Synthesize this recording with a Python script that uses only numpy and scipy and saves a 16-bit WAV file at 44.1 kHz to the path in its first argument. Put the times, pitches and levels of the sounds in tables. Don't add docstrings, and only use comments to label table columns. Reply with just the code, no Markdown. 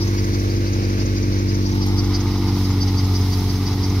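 import sys
import numpy as np
from scipy import signal
from scipy.fft import rfft, irfft
from scipy.io import wavfile
from scipy.ndimage import uniform_filter1d, map_coordinates

SR = 44100
rng = np.random.default_rng(int(sys.argv[2]) if len(sys.argv) > 2 else 0)


def wav_record(signal):
    frames = np.transpose(np.atleast_2d(signal))
    bounded = np.clip(frames, -1, 1)
    quanta = np.round(bounded * 32767).astype(np.int16)
    wavfile.write(sys.argv[1], SR, quanta)


N = 176400

# time_s, facing (0 side-on, 1 facing the machine)
LISTENER_TURN = [(0, 0.45), (.3, 0.26), (.9, 0.013), (1.5, 0.34), (1.85, 0.72), (2.3, 0.82)]
# frequency_hz, likeness (0 to 1)
EAR_LIKENESS = [(300, 0.78), (1400, 0.85), (2400, 0.42), (4000, 0.2), (6000, 0.16), (9000, 0.9)]

# time_s, level_db
STRAW_LEVEL = [(0, -44.5), (.45, -45.5), (.6, -48.5), (1.45, -49), (1.9, -45), (2.53, -43.5), (2.58, -38.5),
               (2.75, -43.5), (3.1, -41.5), (3.38, -38.5), (3.75, -42.5)]
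# frequency_hz, relative_db
STRAW_COLOUR = [(2000, -21), (3500, 6.5), (5500, 6), (6600, 4.5), (7400, -10), (9000, -2), (12500, 2),
                (15500, -2)]
# start_s, level_db
STALK_SNAPS = [(1.75, -40), (1.864, -34)]

# facing_hz, facing_db_per_hz, side_on_hz, side_on_db_per_hz
ROAR_LEFT = [(571, -82.5, 1050, -76), (686, -65, 780, -71), (880, -65.5, 960, -66.5),
             (1230, -70, 1240, -70), (1680, -82, 1850, -78), (2023.5, -66, 2200, -71.5),
             (2300, -76.5, 3100, -86.5), (4000, -74.5, 3700, -73), (5100, -70, 5400, -69),
             (6140, -81, 7040, -82.5), (7100, -100, 7100, -94.5)]
ROAR_RIGHT = [(586, -78, 1040, -67), (695, -67, 770, -72.5), (880, -64.5, 830, -70), (1214, -71, 2130, -71),
              (1670, -81, 1100, -63), (1970, -73, 2310, -67), (2310, -76, 3650, -80),
              (4400, -72, 5600, -78), (4860, -65.5, 6260, -74), (6300, -80.5, 7000, -77.5),
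              (7200, -100, 6530, -102)]
# pitch_hz, level_db
PANEL_TONES = [(720, -50.5), (820, -48.5), (895, -47), (1223, -50), (3900, -50.5)]

# peak_s, relative_db
BELT_CHIRPS = [(.025, -30), (.19, -33), (.345, -32), (.51, -36), (.679, -36), (.845, -39.5), (1.006, -33),
               (1.175, -34.5), (1.335, -35.5), (1.495, -31.5), (1.664, -30), (1.83, -31), (1.992, -25.5),
               (2.154, -25.5), (2.325, -36.5), (2.49, -34), (2.655, -32), (2.825, -26.5), (2.99, -26.5),
               (3.16, -27), (3.335, -30), (3.505, -31.5), (3.675, -31.5), (3.845, -28)]
# pitch_ratio, first_pulley_db, second_pulley_db
SQUEAL_TONES = [(1, 0, -5.5), (1.07, -7.5, -6), (1.2, -9, -8), (1.32, -14, -5)]

# time_s, firings_per_s
ENGINE_SPEED = [(0.2, 48.9), (.8, 48.55), (2.2, 48.1), (3.15, 46.9), (3.9, 47.4)]
# frequency_hz, relative_db
GAS_SIDE_COLOUR = [(32, -35), (55, 0), (82, 6), (115, -7), (160, -6), (230, 0.5), (340, 1), (450, -1.5),
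                   (560, -8), (750, -23), (1400, -36)]
GAS_FACING_COLOUR = [(32, -32), (55, 8.5), (82, 6), (115, -3), (160, 0), (230, -4), (340, 1), (450, -12),
                     (560, -34), (750, -35), (1400, -46)]
# multiple_of_firing_rate, light_load_db, heavy_load_db
EXHAUST_TONES = [(1, -29, -32), (2, -21, -20), (3, -39, -35), (4, -30, -31), (5, -33.5, -33.5),
                 (6, -30, -29), (7, -30.5, -42.5), (8, -60, -46.5), (9, -42.5, -42.5), (10, -47.5, -49.5),
                 (11, -57.5, -73), (12, -58.5, -80)]
# time_s, boost_db
MIDDLE_BOOST = [(0, -3.5), (1.2, -0.1), (2.55, 2), (3.2, -0.5)]
# multiple_of_firing_rate, level_db
THROB_TONES = [(1.25, -38), (1.5, -38), (1.75, -39.5), (2.25, -42), (2.5, -41)]


def undb(db):
    return 10 ** (np.asarray(db) / 20)


def times():
    return np.arange(N) / SR


def curve(rows):
    return np.interp(times(), *np.array(rows).T)


def ramp(start_s, length_s):
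    return .5 - .5 * np.cos(np.pi * np.clip((times() - start_s) / length_s, 0, 1))


def wobble(rate_hz):
    span = max(int(SR / rate_hz), 1)
    smooth = uniform_filter1d(rng.standard_normal(N), span, mode="wrap")
    smooth = uniform_filter1d(smooth, span, mode="wrap")
    return (smooth - smooth.mean()) / smooth.std()


def over_hz(points):
    hz, value = np.array(points).T
    return np.interp(np.log(np.arange(N // 2 + 1) * SR / N + 1), np.log(hz), value)


def colour(sound, points):
    shaped = irfft(rfft(sound) * undb(over_hz(points)), N)
    return shaped / shaped.std()


def turning_colour(noise, rows, facing):
    hz, frame_s, frames = signal.stft(noise, SR, nperseg=512)
    front, side = np.hsplit(np.array(rows), 2)
    turns = np.interp(frame_s, times(), facing)
    db = np.array([np.interp(hz, *(side + (front - side) * turn).T) for turn in turns])
    return signal.istft(frames * undb(db.T), SR)[1][:N] * np.sqrt(SR / 2)


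def air_noise():
    alike = np.clip(over_hz(EAR_LIKENESS), 0, 1)
    mid, side = rfft(rng.standard_normal((2, N)))
    mid, side = mid * np.sqrt(1 + alike), side * np.sqrt(1 - alike)
    return irfft(np.array([mid + side, mid - side]), N) / np.sqrt(2)


def pan(db):
    return undb(np.array([[db], [-db]]) / 2)


def at_ears(sound, lag_s, return_s, swing_s=0.727):
    delay_s = lag_s * (ramp(-0.44, swing_s) - ramp(return_s, swing_s))
    right = map_coordinates(sound[1], [(times() - delay_s) * SR], mode="mirror")
    return np.array([sound[0], right])


def straw(snap_decay_s=0.0064):
    t = times()
    hiss = undb(curve(STRAW_LEVEL) + wobble(1500))
    snaps = sum(undb(db) * (t >= at) * np.exp(-abs(t - at) / snap_decay_s) for at, db in STALK_SNAPS)
    return pan(-5) * (hiss + snaps) * colour(rng.standard_normal((2, N)), STRAW_COLOUR)


def panel_ring(pitch_hz, width_share=0.029):
    angle = 2 * np.pi * pitch_hz * times()
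    width_hz = pitch_hz * width_share
    return wobble(width_hz) * np.cos(angle) + wobble(width_hz) * np.sin(angle)


def thresher(firings, facing, hum_db=-35.5, hum_cycles_per_firing=2.585, flutter_db=0.92):
    hum = np.sqrt(2) * undb(hum_db + wobble(2.1)) * np.sin(2 * np.pi * hum_cycles_per_firing * firings)
    panels = sum(undb(db) * panel_ring(hz) for hz, db in PANEL_TONES)
    left, right = air_noise()
    roar = np.array([turning_colour(left, ROAR_LEFT, facing), turning_colour(right, ROAR_RIGHT, facing)])
    return hum + (roar + facing * panels) * undb(flutter_db * wobble(64))


def chirp(peak_s, db, facing, tones, scrape, width_s, base_hz=4720, side_db_per_octave=18.5):
    near = np.flatnonzero(abs(times() - peak_s) < .06)
    t = near / SR - peak_s
    slip = scrape[:, near]
    glide_per_s = 2 * (1 + rng.standard_normal())
    for ratio, tone_db in tones:
        rough = uniform_filter1d(rng.standard_normal(len(t)), size=40)
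        off_pitch = 0.0121 * rng.standard_normal()
        pitch_hz = base_hz * ratio * (1 + off_pitch + glide_per_s * t + 0.017 * rough / rough.std())
        side_db = side_db_per_octave * np.log2(ratio) * (1 - facing[near])
        gain = undb(tone_db + 2 * rng.standard_normal() + side_db)
        ear_phase = rng.standard_normal((2, 1))
        slip = slip + gain * np.sin(2 * np.pi * np.cumsum(pitch_hz) / SR + ear_phase)
    sound = np.zeros((2, N))
    sound[:, near] = undb(db) * np.exp(-.5 * (t / width_s) ** 2) * slip
    return sound


def belt(facing, scrape_hz=(4550, 6050), scrape_db=-8.5, pulley_gap_s=.057):
    ratios, first, second = np.array(SQUEAL_TONES).T
    band = signal.butter(4, scrape_hz, "band", fs=SR, output="sos")
    scrape = signal.sosfilt(band, rng.standard_normal((2, N)))
    scrape = undb(scrape_db) * scrape / scrape.std()
    laps = np.zeros((2, N))
    for peak_s, db in BELT_CHIRPS:
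        laps += chirp(peak_s, db - .5, facing, zip(ratios, first), scrape, width_s=0.012)
        second_db = (db - 38.5) / 2
        laps += chirp(peak_s + pulley_gap_s, second_db, facing, zip(ratios, second), scrape, width_s=0.006)
    return laps * (pan(4) * (1 - facing) + pan(-2) * facing)


def exhaust_gas(firings, facing, repeat_share=0.54, swell_depth=0.56):
    cycle = np.interp(firings / 4, np.arange(400) / 400, rng.standard_normal(400), period=1)

    def rush(points):
        repeating = np.sqrt(repeat_share) * colour(cycle, points)
        return repeating + np.sqrt(1 - repeat_share) * colour(air_noise(), points)

    side = (1 - facing) * undb(-30.5) * rush(GAS_SIDE_COLOUR)
    front = facing * undb(-29.5) * rush(GAS_FACING_COLOUR)
    return (side + front) * (1 - swell_depth * np.sin(2 * np.pi * firings))


def engine(firings, rebound_share=0.71, rebound_firings=.43, waver_db=0.87, scatter_db=0.47):
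    load = ramp(start_s=2.28, length_s=1)
    angle = 2 * np.pi * (firings + 0.0025 * wobble(93))
    pulses = throb = 0
    for multiple, light_db, heavy_db in EXHAUST_TONES:
        shift = np.angle(1 + rebound_share * np.exp(-2j * np.pi * multiple * rebound_firings))
        boost_db = curve(MIDDLE_BOOST) if multiple in (4, 5, 6) else 0
        db = light_db + (heavy_db - light_db) * load + boost_db + waver_db * wobble(3.7)
        pulses += undb(db) * np.cos(multiple * angle + shift)
    for multiple, db in THROB_TONES:
        throb += undb(db + 2 * wobble(1.1)) * np.cos(multiple * angle + 2 * np.pi * rng.random())
    return np.sqrt(2) * (pulses * undb(scatter_db * wobble(50)) + throb)


def scene(first_firing_s=0.009825):
    firings = np.cumsum(curve(ENGINE_SPEED)) / SR - first_firing_s * ENGINE_SPEED[0][1]
    facing = curve(LISTENER_TURN)
    diesel = at_ears(engine(firings) + exhaust_gas(firings, facing), lag_s=0.00033, return_s=1.83)
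    machine = at_ears(thresher(firings, facing) + belt(facing), lag_s=0.00041, return_s=1.503)
    return diesel + machine + straw()


def record(dry, top_hz=15600):
    return signal.sosfilt(signal.ellip(10, .2, 80, top_hz, fs=SR, output="sos"), dry)


dry = scene()
out = record(dry)
wav_record(out)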